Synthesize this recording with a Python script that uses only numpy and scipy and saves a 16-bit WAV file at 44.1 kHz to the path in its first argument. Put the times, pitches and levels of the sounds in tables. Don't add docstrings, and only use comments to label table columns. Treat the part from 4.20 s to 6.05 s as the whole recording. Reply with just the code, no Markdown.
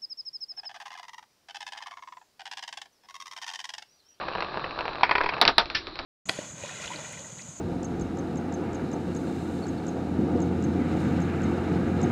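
import sys
import numpy as np
from scipy import signal
from scipy.fft import rfft, irfft, next_fast_len
from scipy.io import wavfile

SR = 44100
rng = np.random.default_rng(int(sys.argv[2]) if len(sys.argv) > 2 else 0)


def unload_wav(signal):
    wavfile.write(
        sys.argv[1],
        SR,
        np.round(np.clip(np.atleast_2d(signal).T, -1, 1) * 32767).astype(np.int16),
    )


N = 81585
AGE = np.arange(8192) / SR

# f/Hz, level/dB
WIRE_TONE = [(40, -45.5), (100, -24), (170, -7), (260, -16.5), (450, -2), (1000, 2), (1700, -3),
             (2100, -6.5), (2600, -1.5), (3400, -15.5), (4200, -12), (5500, -26)]
# f/Hz, level/dB, t60/s
TUBE_MODES = [(413.4, -2.5, 0.091), (710, -20, .06), (897, -4, 0.082), (985, 8.5, 0.067), (1130, -9, .09),
              (1288, -3.5, 0.061), (1470, -3, .09), (1905, -6, 0.081), (1905.6, -11.5, .1),
              (2235, -11.5, 0.065), (2590, -7, 0.058), (2630, -9.5, 0.063), (3260, -27.5, .07),
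              (4250, -16.5, .08)]
# f/Hz, level/dB
HOLLOW_TONE = [(80, -6.5), (200, 1), (400, 3), (700, 5), (950, 4), (1400, 4.5), (2200, -3), (3000, -6.5),
               (3700, -3.5), (4600, -6.5), (5500, -17.5)]


def undb(db):
    return 10 ** (np.asarray(db) / 20)


def at_level(x, db):
    return x * undb(db) / np.sqrt(np.sum(x ** 2) / (SR / 100))


def add(out, at_s, x):
    i = int(np.clip(at_s * SR, 0, N - 1))
    out[i:i + len(x)] += x[:N - i]


def colour(x, tone, tilt_db=0):
    n = 2 * next_fast_len(len(x))
    hz, db = np.array(tone, float).T
    bin_hz = np.arange(n // 2 + 1) * SR / n
    octave = np.log2(np.clip(bin_hz, 10, 7000) / 1500)
    gain_db = np.interp(octave, np.log2(hz / 1500), db) + tilt_db * octave
    gain_db -= 40 * np.clip(bin_hz / 6000 - 1, 0, 1)
    cepstrum = irfft(np.log(undb(gain_db)))
    cepstrum[1:n // 2] *= 2
    cepstrum[n // 2 + 1:] = 0
    return irfft(rfft(x, n) * np.exp(rfft(cepstrum)))[:len(x)]


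def contact(tone, tilt_db, chatter_ms, chatter_db):
    click = at_level(1. * (AGE == 0), 0)
    chatter = rng.choice([-1, 1], len(AGE)) * np.exp(-(AGE * 1000 / chatter_ms) ** 2)
    chatter = at_level(chatter, chatter_db) * np.sqrt(chatter_ms)
    return colour(click + chatter, tone, tilt_db)


def tail(tone, tilt_db, rise_s, fall_s, shape=1, damping=.2):
    noise = rfft(rng.standard_normal(len(AGE)))
    hz = np.arange(len(noise)) * SR / len(AGE)
    centres_hz = 250 * 2 ** np.arange(5)
    x = 0
    for centre, share in zip(centres_hz, np.eye(len(centres_hz))):
        band = irfft(noise * np.interp(hz, centres_hz, share))
        life_s = fall_s * (1000 / centre) ** damping
        x = x + band * np.exp(-(AGE / life_s) ** shape)
    return colour(x * (1 - np.exp(-AGE / rise_s)), tone, tilt_db)


def ring(modes, tilt_db):
    x = 0
    for (hz, db, t60), sign in zip(modes, rng.choice([-1, 1], len(modes))):
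        envelope = undb(db + tilt_db * np.log2(hz) - 60 * AGE / t60)
        x = x + sign * envelope * np.sin(2 * np.pi * hz * AGE)
    return x


def ping(hz, peak_s):
    return np.sin(2 * np.pi * hz * AGE) * AGE * np.exp(-AGE / peak_s)


def rolling():
    # f/Hz, level/dB
    rumble_tone = [(40, -32), (110, 1.5), (175, 1), (240, -7), (450, 3), (950, 2.5), (1200, 7), (1400, -5),
                   (1700, 0.5), (2000, -18.5), (2600, -9), (3400, -24), (5500, -30)]
    # t/s, level/dB
    fader = [(0, -36), (.17, -39.5), (.28, -38.5), (.37, -38.5), (.54, -40), (.64, -36), (.8, -40.5),
             (1.0, -47), (1.15, -35), (1.24, -42), (1.4, -53.5), (1.72, -52.5), (1.85, -46.5)]
    bumps_per_s, skip_gap_s, skips_db = 900, .01, -7.5
    strength = undb(2.5 * np.clip(rng.standard_normal(N), -2, 2))
    bumps = (rng.random(N) < bumps_per_s / SR) * strength * rng.choice([-1, 1], N)
    rumble = colour(bumps, rumble_tone)
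    skips = np.zeros(N)
    for k, (late, size) in enumerate(rng.uniform(-1, 1, (200, 2))):
        chatter = rng.standard_normal(512) * np.exp(-AGE[:512] / .0012)
        add(skips, (k + late / 2) * skip_gap_s, at_level(chatter, 4 * size))
    skips = colour(skips, WIRE_TONE)
    roll = rumble / np.std(rumble) + undb(skips_db) * skips / np.std(skips)
    return roll * undb(np.interp(np.arange(N) / SR, *np.array(fader).T))


def air():
    # f/Hz, level/dB
    air_tone = [(20, 10.5), (45, 3.5), (65, 5.5), (130, -4), (220, -6), (330, 8), (550, -12.5),
                (1300, -5.5), (1950, -11.5), (2600, -14), (3300, -13), (4000, -0.5), (4700, -12.5),
                (5500, -25.5)]
    low_cut = signal.butter(2, 18, "high", fs=SR, output="sos")
    bed = colour(signal.sosfilt(low_cut, rng.standard_normal(N)), air_tone)
    return bed / np.std(bed) * undb(-43.5)


def wire_ticks():
    # t/s, level/dB, brightness/(dB per octave), chatter/ms
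    ticks = [(0.0144, -37, -2, 0.67), (0.0321, -37, -1, 5.3), (0.0834, -31.5, 0, 5.6),
             (.121, -42.5, -4.5, 2.6), (0.1339, -39, 2, 3.1), (.1515, -30, -2, 2), (0.158, -33.5, -4, 0.82),
             (0.1726, -43, 4, 1.6), (0.1825, -32, -3.5, 2.5), (.19, -44, -6, 2), (.2052, -31, 2.5, 3.3),
             (0.2232, -26.5, 0, 3.9), (.246, -37.5, 2.5, 1.4), (0.343, -35, -0.5, 1.9),
             (.357, -37.5, -5.5, 0.91), (0.3724, -28.5, -2.5, 1.3), (0.3955, -37, -2.5, 1.1),
             (0.4418, -29.5, -0.5, 3.3), (0.463, -36.5, -2, 0.86), (.509, -38, 3, 1.1),
             (0.5775, -36, -3.5, 1), (0.5896, -30, 2, 1.4), (0.608, -31, 2, 0.83), (.655, -32, 1.5, 0.55),
             (0.68, -31, 0.5, 0.38), (0.691, -39.5, 2.5, 0.88), (0.7052, -53, 9, 1), (.732, -41, 3.5, 2),
             (0.756, -36.5, 2, 0.78), (.784, -37.5, -1.5, 0.81), (.81, -31, 0, 1.1),
             (1.1239, -32, -1.5, 4.5), (1.136, -31.5, 0, 3.6), (1.1417, -34.5, 0.5, 1.7),
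             (1.1665, -32.5, -2, 1.6), (1.182, -34.5, -0.5, 0.8), (1.2004, -37.5, -2.5, 2.7)]
    out = np.zeros(N)
    for at, db, tilt, chatter_ms in ticks:
        click = at_level(contact(WIRE_TONE, tilt, chatter_ms, chatter_db=3), db)
        body = at_level(tail(WIRE_TONE, tilt, rise_s=.0032, fall_s=.0079, damping=.52), db - 3.5)
        add(out, at, click + body + at_level(ring(TUBE_MODES, tilt), db - 10.5))
    return out


def tube_rattle():
    # t/s, level/dB, brightness/(dB per octave), chatter/ms, relative ring/dB
    hits = [(.8326, -13, 1.46, 3.3, -8), (.893, -27.5, 0, 4.7, 2.5), (0.9107, -22, 2, 3.1, 2.5),
            (0.9147, -20, -2, 2.2, -6.5), (0.9528, -20, 0.5, 7.2, -1), (0.9813, -25, 0, 3.7, 1.5),
            (1.006, -23.5, -5.5, 4.3, -16.5), (1.012, -21, -4, 2.1, -8), (1.035, -32.5, 4, 8.5, 1),
            (1.0415, -26, -6, 5.1, -8), (1.06, -32.5, 3.5, 7.2, 2.5), (1.063, -28.5, -6, 3.3, -5.5),
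            (1.0892, -24, 1, 7.2, -9)]
    # f/Hz, level/dB
    tube_tone = [(40, -33), (100, -43.5), (300, -21), (600, -5.5), (980, 0.5), (1250, -3.5), (2000, -3),
                 (2520, -0.5), (2880, -16.5), (3260, -10.5), (3800, -22), (4550, -15), (5500, -28.5)]
    out = np.zeros(N)
    for at, db, tilt, chatter_ms, ring_db in hits:
        click = at_level(contact(tube_tone, tilt, chatter_ms, chatter_db=5), db)
        body = at_level(tail(tube_tone, tilt, rise_s=.001, fall_s=.019, damping=.15), db - 6.5)
        add(out, at, click + body + at_level(ring(TUBE_MODES, tilt), db + ring_db))
    return out


def base_knocks():
    # t/s, level/dB, brightness/(dB per octave), chatter/ms,
    # relative hollow/dB, relative ring/dB, hollow decay/s, relative crack/dB
    bounces = [(1.2139, -14.5, 2, 0.95, -1, -2.5, 0.017, -8),
               (1.2518, -19.5, 0, 1.34, -2, -17.5, 0.019, -30), (1.2771, -14.5, 2.3, 3, -2, -9, 0.022, -11),
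               (1.3812, -13.5, 3.5, 3.2, -2.5, -1, 0.024, -8)]
    # f/Hz, level/dB
    plastic_tone = [(80, -16.5), (250, -4.5), (600, -7.5), (1200, 1.5), (1900, 4), (2500, 1), (3100, -0.5),
                    (3900, 2.5), (4600, 1.5), (5500, -8.5)]
    # f/Hz, level/dB, t60/s
    base_modes = [(235, -23, 0.16), (671, 0, 0.16), (711, 0, 0.16), (830, -2, .1), (919, 5, 0.13),
                  (990, -23.5, 0.053), (1223, 2, 0.14), (1722, -16, .09), (1970, -22, 0.13),
                  (2170, -29, .08), (3544, 7, 0.058), (3820, 4, 0.06), (3560, -23, 0.061),
                  (3800, -12.5, .07)]
    # f/Hz, level/dB
    thud_tone = [(20, 5), (35, 10), (90, -16), (160, -9.5), (300, -8), (800, -49), (3000, -72)]
    rise_s = .0039
    out = np.zeros(N)
    for at, db, tilt, chatter_ms, hollow_db, ring_db, hollow_s, crack_db in bounces:
        crack = at_level(ping(hz=3970, peak_s=.0006), db + crack_db)
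        hollow = tail(HOLLOW_TONE, tilt, rise_s, hollow_s, shape=1.17, damping=.18)
        hollow = at_level(hollow, db + hollow_db)
        click = at_level(contact(plastic_tone, tilt, chatter_ms, chatter_db=4.5), db)
        ringing = at_level(ring(base_modes, 0), db + ring_db)
        thud = at_level(tail(thud_tone, 0, rise_s, fall_s=.075), db - 24.5)
        add(out, at, crack + click + hollow + ringing + thud)
    return out


def snaps():
    # t/s, level/dB
    peaks = [(1.2152, -37.5), (1.3817, -40)]
    treble = signal.butter(2, [6200, 11000], "band", fs=SR, output="sos")
    out = np.zeros(N)
    for at, db in peaks:
        burst = rng.choice([-1, 1], len(AGE)) * np.exp(-AGE / .00034)
        add(out, at, at_level(signal.sosfilt(treble, burst) + .26 * burst, db))
    return out


def settling_taps():
    # t/s, level/dB, brightness/(dB per octave), chatter/ms
    taps = [(1.457, -39, 1.5, 1.5), (1.5007, -32.5, 1, 1), (1.6698, -36, -0.5, 1.5), (1.756, -41, 0, 2),
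            (1.79, -31.5, 0, 5.6)]
    # f/Hz, level/dB
    tap_tone = [(100, -12.5), (300, -26), (800, -8), (1300, 0), (1800, -8), (2500, 3.5), (3200, -6),
                (4200, 0), (5500, -13.5)]
    out = np.zeros(N)
    for at, db, tilt, chatter_ms in taps:
        click = at_level(contact(tap_tone, tilt, chatter_ms, chatter_db=-6.5), db)
        hollow = at_level(tail(HOLLOW_TONE, tilt, rise_s=.002, fall_s=.02), db - .5)
        add(out, at, click + hollow)
    return out


def scuff():
    # f/Hz, level/dB
    rasp_tone = [(200, -17.5), (900, -17.5), (1300, -6.5), (1780, -7.5), (2100, -6), (2500, -6.5),
                 (3500, -8), (4800, -7), (5600, -11)]
    rasp = tail(rasp_tone, 0, rise_s=.0028, fall_s=.021, shape=.98, damping=.02)
    squeak = ping(hz=1765, peak_s=.0082)
    out = np.zeros(N)
    add(out, at_s=1.5465, x=at_level(rasp, -20.5) + at_level(squeak, -28))
    return out


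def dull_microphone(x):
    ceiling, top_hz = .68, 5647
    rounded = x / (1 + (x / ceiling) ** 6) ** (1 / 6)
    return signal.sosfilt(signal.cheby1(12, .3, top_hz, fs=SR, output="sos"), rounded)


def scene():
    ball = rolling() + wire_ticks() + tube_rattle() + base_knocks() + settling_taps() + scuff()
    return (dull_microphone(ball + air()) + snaps())[None]


def record(dry):
    top_hz = 16400
    return signal.sosfilt(signal.ellip(8, .2, 70, top_hz, fs=SR, output="sos"), dry)


dry = scene()
out = record(dry)
unload_wav(out)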